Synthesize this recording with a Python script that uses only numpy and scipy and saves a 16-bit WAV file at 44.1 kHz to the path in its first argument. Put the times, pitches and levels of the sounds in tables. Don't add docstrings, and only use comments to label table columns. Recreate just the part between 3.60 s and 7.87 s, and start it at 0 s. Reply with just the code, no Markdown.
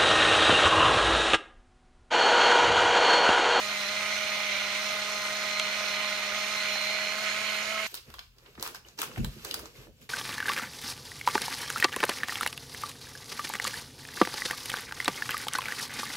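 import sys
import numpy as np
from scipy import signal
from scipy.fft import rfft, irfft, next_fast_len
from scipy.io import wavfile

SR = 44100
rng = np.random.default_rng(int(sys.argv[2]) if len(sys.argv) > 2 else 0)


def master_out(mix):
    frames = np.transpose(np.atleast_2d(mix))
    ceiling = np.clip(frames, -1, 1)
    pcm = np.round(ceiling * 32767).astype(np.int16)
    wavfile.write(sys.argv[1], SR, pcm)


N = 188174
TEETH = 10
WHEELS_TURN = 0.45

# time in seconds, change of level in dB.
WHEELS_SONG = [(0, -8.5), (.3, -1.5), (.55, 5), (.85, 4), (1.05, 4.5), (1.3, -1), (1.5, -3), (1.75, -7),
               (2.0, -0.5), (2.45, 1), (2.65, -1), (2.85, -2), (3.1, 3.5), (3.35, 2.5), (3.5, -0.5),
               (3.6, -0.5), (3.78, 0), (3.95, 3), (4.05, -3.5), (4.27, -4.5)]


def from_db(db):
    return 10 ** (np.asarray(db) / 20)


def rms_one(x):
    return x / np.sqrt(np.mean(x ** 2) + 1e-20)


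def in_time(rows):
    s, *columns = np.transpose(rows)
    return [np.interp(np.arange(N) / SR, s, c) for c in columns]


def at_hz(rows, hz):
    table_hz, *columns = np.transpose(rows)
    return [np.interp(np.log(hz), np.log(table_hz), c) for c in columns]


def drift(rate):
    hop, settle = 20, 3000
    pole = np.exp(-2 * np.pi * rate * hop / SR)
    noise = rng.standard_normal(N // hop + settle + 2)
    slow = signal.lfilter([1], [1, -2 * pole, pole * pole], noise)[settle:]
    return np.interp(np.arange(N) / hop, np.arange(len(slow)), rms_one(slow))


def motor(turns, pole_db, sixth_db):
    # multiple of the shaft speed, left RMS level in dB, right RMS level in dB, left's lead
    shaft_orders = [(1, -53.5, -54.5, -.2), (2, -63, -60, -.2), (3, -45, -44.5, -.4),
                    (4, -55.5, -52.5, -.3), (5, -53, -51, -.2), (6, -49, -46.5, -.4), (7, -53, -52, -.2),
                    (8, -62, -60, -1.4), (9, -52, -52, -.7), (10, -42, -44, .5), (13, -63, -54, 1),
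                    (14, -56, -57, 1.5), (15, -56, -55, -2.5), (18, -56, -50, 2.1), (20, -46.5, -44.5, -.5),
                    (21, -57, -46, -.7), (23, -59, -57, -.2), (30, -56, -50, .7), (40, -66, -63, 1.3),
                    (9.5, -54, -50, 0), (10.6, -56, -48, 0), (11.15, -56, -47, 0), (11.5, -56, -49, 0),
                    (10.33, -58, -51, 0), (11.77, -55, -51, 0), (12.2, -57, -53, 0), (13.8, -59, -53, 0),
                    (14.2, -59, -52, 0)]
    swells = {3: (pole_db, pole_db), 5: (sixth_db / 2, sixth_db / 2), 6: (sixth_db, sixth_db)}
    swells.update(whine_levels())
    wheels = 0.15 * np.cos(2 * np.pi * turns / 6) + 0.1 * np.cos(2 * np.pi * turns / 3)
    wheels = wheels + 0.15 * np.cos(2 * np.pi * WHEELS_TURN * turns)
    wheels_db, = in_time(WHEELS_SONG)
    backlash = 0.0032 * drift(41) + 0.004 * drift(14)
    out = np.zeros((2, N))
    for order, left_db, right_db, lead in shaft_orders:
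        high = min(order / TEETH, 1)
        song_db = wheels_db * (order % 1 > 0)
        phase = 2 * np.pi * order * (turns + backlash) + rng.uniform(0, 2 * np.pi)
        flutter_db = np.interp(order, [3, 7, 20], [0.9, 3.6, 1.1]) * drift(22)
        apart = lead + 1.2 * high ** 4 * drift(10) / max(order / TEETH, 1)
        for side, level_db in enumerate([left_db, right_db]):
            swell_db = swells.get(order, (0, 0))[side]
            side_flutter_db = 1.2 * high * drift(11.3)
            gain = from_db(level_db + swell_db + song_db + flutter_db + side_flutter_db)
            gain *= 1 + np.sqrt(high) * wheels
            out[side] += np.sqrt(2) * gain * np.sin(phase + apart * (1 - side))
    return out


def whine_levels():
    load_orders = [(4, -.5, -.5, -6, -7, 0, 0), (8, 0, 0, 11, 7, 0, 0), (10, 1.5, -3, -9, 10, -2, 3),
                   (14, -3, -2, 1, 5, 1, -2), (18, -1, 1, 7, -16, 2, -2), (20, 1.5, -1.5, -3, -4, -.5, 5.5),
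                   (21, 2, -0.5, 2, -9, 0, 2), (30, 0, 2, -12, -13, -2, 0)]
    # time in seconds, level in dB (only its shape is used).
    whine = [(0.0, -69), (0.02, -46), (0.28, -42), (0.36, -49), (0.38, -42), (0.45, -51), (0.55, -40),
             (0.61, -51), (0.69, -40.5), (0.82, -47), (0.94, -43.5), (1.39, -45), (1.42, -45), (1.48, -48),
             (1.64, -41.5), (1.7, -46), (2.01, -39.5), (2.02, -38.5), (2.24, -47.5), (2.28, -40.5),
             (2.4, -43.5), (2.58, -41.5), (2.73, -51), (2.83, -40), (2.86, -48.5), (2.99, -40.5),
             (3.52, -40.5), (3.56, -48), (3.69, -39.5), (3.79, -48), (3.99, -40), (4.06, -53), (4.24, -56),
             (4.27, -51)]
    t = np.arange(N) / SR
    eased = np.interp(t, [2.96, 5.5], [0, 1])
    swell = np.interp(t, np.cumsum([2.9, 0.25, 0.4, 0.2]), [0, 1, 1, 0])
    wander_spread_db, wander_per_s = 1.0, 5
    levels = {}
    for order, *db in load_orders:
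        loaded_db, eased_db, swell_db = np.reshape(db, (3, 2, 1))
        wander_db = wander_spread_db * np.array([drift(wander_per_s), drift(wander_per_s)])
        load_db = loaded_db * (1 - eased) + eased_db * eased
        levels[round(order)] = load_db + swell_db * swell + wander_db
    whine_db, = in_time(whine)
    line_per_band = 1.2
    levels[2 * TEETH] = levels[2 * TEETH] + line_per_band * (whine_db - whine_db.mean())
    return levels


def case_paths(near, far, hz):
    # frequency in Hz, left and right density in dB per Hz.
    case = [(30, -91, -99), (70, -84.5, -82.5), (344, -88, -82.5), (570, -82.5, -83), (816, -83.5, -81.5),
            (1200, -74.5, -68), (1555, -75.5, -69), (2010, -74, -64), (3490, -73, -70), (4870, -78, -75.5),
            (6740, -84, -76), (7450, -85.5, -88), (10000, -86, -89.5), (14800, -91, -90), (17400, -99, -99)]
    # centre in Hz, width in Hz, left change in dB,
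    # right change in dB, further change under a firm grip in dB.
    shell = [(640, 240, 8.5, 11, 0), (1467, 150, 8, -2.5, 1.5), (2500, 500, -9, 2.5, -0.5),
             (1170, 110, -3, -5, -1), (1770, 170, -1, -4, 0), (2380, 260, 2, 1, 1), (2560, 200, 2, -1, 0),
             (2780, 120, 0, -3, 0), (3950, 250, 3, -1, -1), (2900, 330, -2, 0.5, 5), (3630, 720, 1, 2, -5),
             (4170, 520, -2.5, 5, 2.5), (4600, 200, 0, -3, -2), (5395, 270, 7.5, 4, -3),
             (5700, 250, 1, 3.5, -5.5), (6190, 200, 9.5, 6, -10.5), (6480, 240, 1.5, -12.5, 5),
             (6850, 840, -0.5, 2.5, 4), (8350, 440, 1.5, 5.5, 0), (10960, 590, -21, 5.5, 2.5),
             (11750, 1250, 5, 0, 2.5)]
    # frequency in Hz, likeness of the sides 0-1, left's lead in radians.
    paths = [(60, .5, 0), (330, .75, -.2), (600, .93, -.3), (1400, .85, -.3), (1900, .35, -1),
             (2400, .55, 0), (2900, .5, 1.5), (3500, .5, .3), (4000, .2, 1), (5300, .6, -.9),
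             (6100, .15, 1), (6900, .6, 1.1), (8000, .2, 1), (10500, .35, 2.3), (14000, .45, 3.1)]
    left_db, right_db = at_hz(case, hz)
    alike, lead = at_hz(paths, hz)
    firm_db = 0
    for centre_hz, width_hz, left_peak_db, right_peak_db, change_db in shell:
        peak = 1 / (1 + (2 * (hz - centre_hz) / width_hz) ** 2)
        left_db = left_db + left_peak_db * peak
        right_db = right_db + right_peak_db * peak
        firm_db = firm_db + change_db * peak
    left = from_db(left_db) * near
    right = from_db(right_db) * (alike * np.exp(-1j * lead) * near + np.sqrt(1 - alike ** 2) * far)
    return np.sqrt(SR / 2) * np.array([left, right]), firm_db


def rattle(turns, load_db, firmness, patchy_db, knock_share):
    contact = np.diff(np.floor(turns * TEETH), prepend=0) > 0
    knocks = rms_one(contact * rng.standard_normal((2, N)))
    sliding = rng.standard_normal((2, N))
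    source = np.sqrt(knock_share) * knocks + np.sqrt(1 - knock_share) * sliding
    throb = 0.07 * np.cos(2 * np.pi * turns) + 0.078 * np.cos(6 * np.pi * turns)
    throb = throb + 0.02 * np.cos(2 * np.pi * WHEELS_TURN * turns)
    size = next_fast_len(N)
    hz = np.maximum(np.fft.rfftfreq(size, 1 / SR), 1)
    near, far = rfft(source * (1 + throb), size)
    loose, firm_db = case_paths(near, far, hz)
    loose_sound = irfft(loose, size)[:, :N]
    firm_sound = irfft(loose * from_db(firm_db), size)[:, :N]
    held = rfft(loose_sound * (1 - firmness) + firm_sound * firmness, size)

    octaves = np.log2(np.maximum(hz, 256))
    out, together = np.zeros((2, N)), drift(47)
    for octave in np.arange(8, 14.6, 0.5):
        band = np.clip(1 - 2 * np.abs(octaves - octave), 0, 1)
        geared = np.clip((octave - 8) / 2, 0, 1)
        loaded = np.exp(-((octave - 11.3) / 1.1) ** 2)
        chatter_db = patchy_db * (0.15 * together + drift(90) + 0.7 * drift(4))
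        out += irfft(held * band, size)[:, :N] * from_db(geared * chatter_db + loaded * load_db)
    return out


def struck(hits, modes, left_db):
    out = np.zeros((2, N))
    s, hit_db = np.transpose(hits)
    for k, (hz, level_db, t60) in enumerate(modes):
        strength_db = hit_db + level_db + rng.normal(0, 1.5, len(s))
        clicks = np.zeros(N) + 1e-18
        clicks[(s * SR).astype(int)] = from_db(strength_db) * (-1) ** k
        r, w = from_db(-60 / (t60 * SR)), 2 * np.pi * hz / SR
        out += signal.lfilter([0, np.sin(w)], [1, -2 * r * np.cos(w), r * r], clicks)
    out = signal.sosfilt(signal.butter(2, 600, "high", fs=SR, output="sos"), out)
    return out * from_db([[left_db], [0]])


def tooth_knocks():
    # time in seconds, strength in dB before the mode levels.
    hard_knocks = [(.6479, -23), (.8374, -21), (.8545, -23), (.8904, -23), (1.0705, -23), (1.8372, -19),
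                   (1.9986, -16), (2.002, -24), (2.0996, -23), (2.930, -22), (3.0972, -22), (3.255, -24),
                   (3.3475, -22), (3.366, -21), (3.3868, -22), (3.4171, -22), (3.4325, -23), (3.4715, -23),
                   (3.485, -22), (3.5049, -24), (3.6785, -23), (3.9362, -23)]
    # mode frequency in Hz, level in dB, 60 dB decay time in seconds.
    gearbox = [(2100, -7, .012), (2350, -3, .014), (1450, -10, .012), (800, -22, .015), (2800, -7, .008)]
    return struck(hard_knocks, gearbox, left_db=-6.0) + struck(clatter(), gearbox, left_db=-6.0)


def clatter():
    per_s, base_db, spread_db = 45, -29, 2.5
    busy = np.cumsum(from_db(in_time(WHEELS_SONG)[0]))
    place, chance = rng.random((2, int(per_s * N / SR)))
    s = np.interp(place, busy / busy[-1], np.arange(N) / SR)
    return np.transpose([s, base_db - spread_db * np.log(chance + 0.02)])


def snap():
    # time in seconds, strength in dB before the mode levels.
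    snaps = [(1.9968, -13.5), (1.9976, -20), (1.9983, -19), (2.0004, -32)]
    # mode frequency in Hz, level in dB, 60 dB decay time in seconds.
    latch = [(1300, -20, .012), (2700, -6, .009), (3300, -3, .008), (3900, -4, .007), (4600, -9, .007),
             (5600, -10, .005), (6600, -8, .005), (8200, -15, .009), (9300, -18, .007), (10800, -21, .006),
             (12600, -26, .006)]
    return struck(snaps, latch, left_db=-3.5)


def dull_bump():
    # time in seconds, strength in dB before the mode levels.
    bumps = [(3.1562, -25), (3.1585, -27)]
    # mode frequency in Hz, level in dB, 60 dB decay time in seconds.
    hollow = [(750, -9, .025), (1100, -8, .018), (1400, -8, .014), (1850, -3, .014)]
    return struck(bumps, hollow, left_db=-2.0)


def mains_hum():
    hum_hz, rms_db = 118, -70.5
    gain = from_db(rms_db + 1.9 * drift(1.6))
    return gain * np.sqrt(2) * np.sin(2 * np.pi * hum_hz * np.arange(N) / SR)


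def scene():
    # time in seconds, turns per second.
    motor_speed = [(0.0, 207.5), (0.05, 207.8), (0.2, 205.6), (0.25, 201.8), (0.28, 203.8), (0.31, 207.9),
                   (0.53, 209.3), (0.73, 207.0), (0.75, 208.5), (0.91, 205.9), (0.94, 199.7), (0.98, 205.5),
                   (1.09, 205.5), (1.12, 203.6), (1.21, 207.4), (1.54, 208.1), (1.67, 206.2), (1.72, 208.8),
                   (1.99, 206.8), (2.01, 208.9), (2.05, 206.7), (2.2, 208.4), (2.34, 206.3), (2.41, 207.7),
                   (2.63, 206.3), (2.65, 207.5), (2.71, 203.9), (2.74, 206.9), (2.76, 209.2), (2.84, 207.1),
                   (2.94, 211.1), (3.0, 208.3), (3.26, 207.5), (3.33, 210.1), (3.43, 209.2), (3.45, 207.5),
                   (3.59, 212.8), (3.68, 211.9), (3.7, 210.2), (3.83, 214.4), (3.98, 211.3), (4.15, 217.5),
                   (4.17, 214.7), (4.23, 216.1)]
    # time in seconds, change of the third order in dB, of the sixth order in dB.
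    pole_hum = [(0, -1, 2), (.65, 0.75, 0), (1.0, -0.5, -1.5), (1.3, 0, 1), (2.8, 0.1, 1), (2.94, -3, 2.5),
                (3.05, 0, -1), (3.35, 2.5, -4), (3.75, -3, 0), (4.07, -3, -2), (4.16, 5, 7),
                (4.27, -0.5, -5)]
    # time in seconds, change of level in dB.
    rattle_level = [(0, 0), (.45, 0), (.7, 0), (1.05, 0.5), (1.45, 0), (1.78, -0.5), (1.83, 0.9),
                    (2.4, 0.9), (2.66, 0.5), (2.9, 0.1), (3.05, 2.5), (3.2, -0.5), (3.35, 1), (3.6, -1),
                    (3.68, 3.5), (3.77, -2), (3.85, 1), (4.07, -0.5), (4.27, -0.2)]
    # time in seconds, firmness 0-1.
    grip = [(0, 0.5), (.5, 0), (1.0, 0), (1.4, 0.2), (2.1, 0.17), (3.0, 0.3), (3.6, 0.68), (4.27, .98)]
    (speed,), (load_db,), (firmness,) = in_time(motor_speed), in_time(rattle_level), in_time(grip)
    turns = np.cumsum(speed) / SR
    pole_db, sixth_db = in_time(pole_hum)
    usual_speed, sag_db_per_turn = 207, 1
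    sag_db = sag_db_per_turn * np.minimum(speed - usual_speed, 0)
    camera = motor(turns, pole_db, sixth_db + sag_db)
    camera += rattle(turns, load_db, firmness, patchy_db=1.47, knock_share=0.09)
    camera += tooth_knocks() + snap() + dull_bump()
    lean_db = 0.5
    return camera * from_db([[lean_db / 2], [-lean_db / 2]]) + mains_hum()


def record(dry):
    return signal.sosfilt(signal.cheby2(16, 60, 15900, fs=SR, output="sos"), dry)


dry = scene()
out = record(dry)
master_out(out)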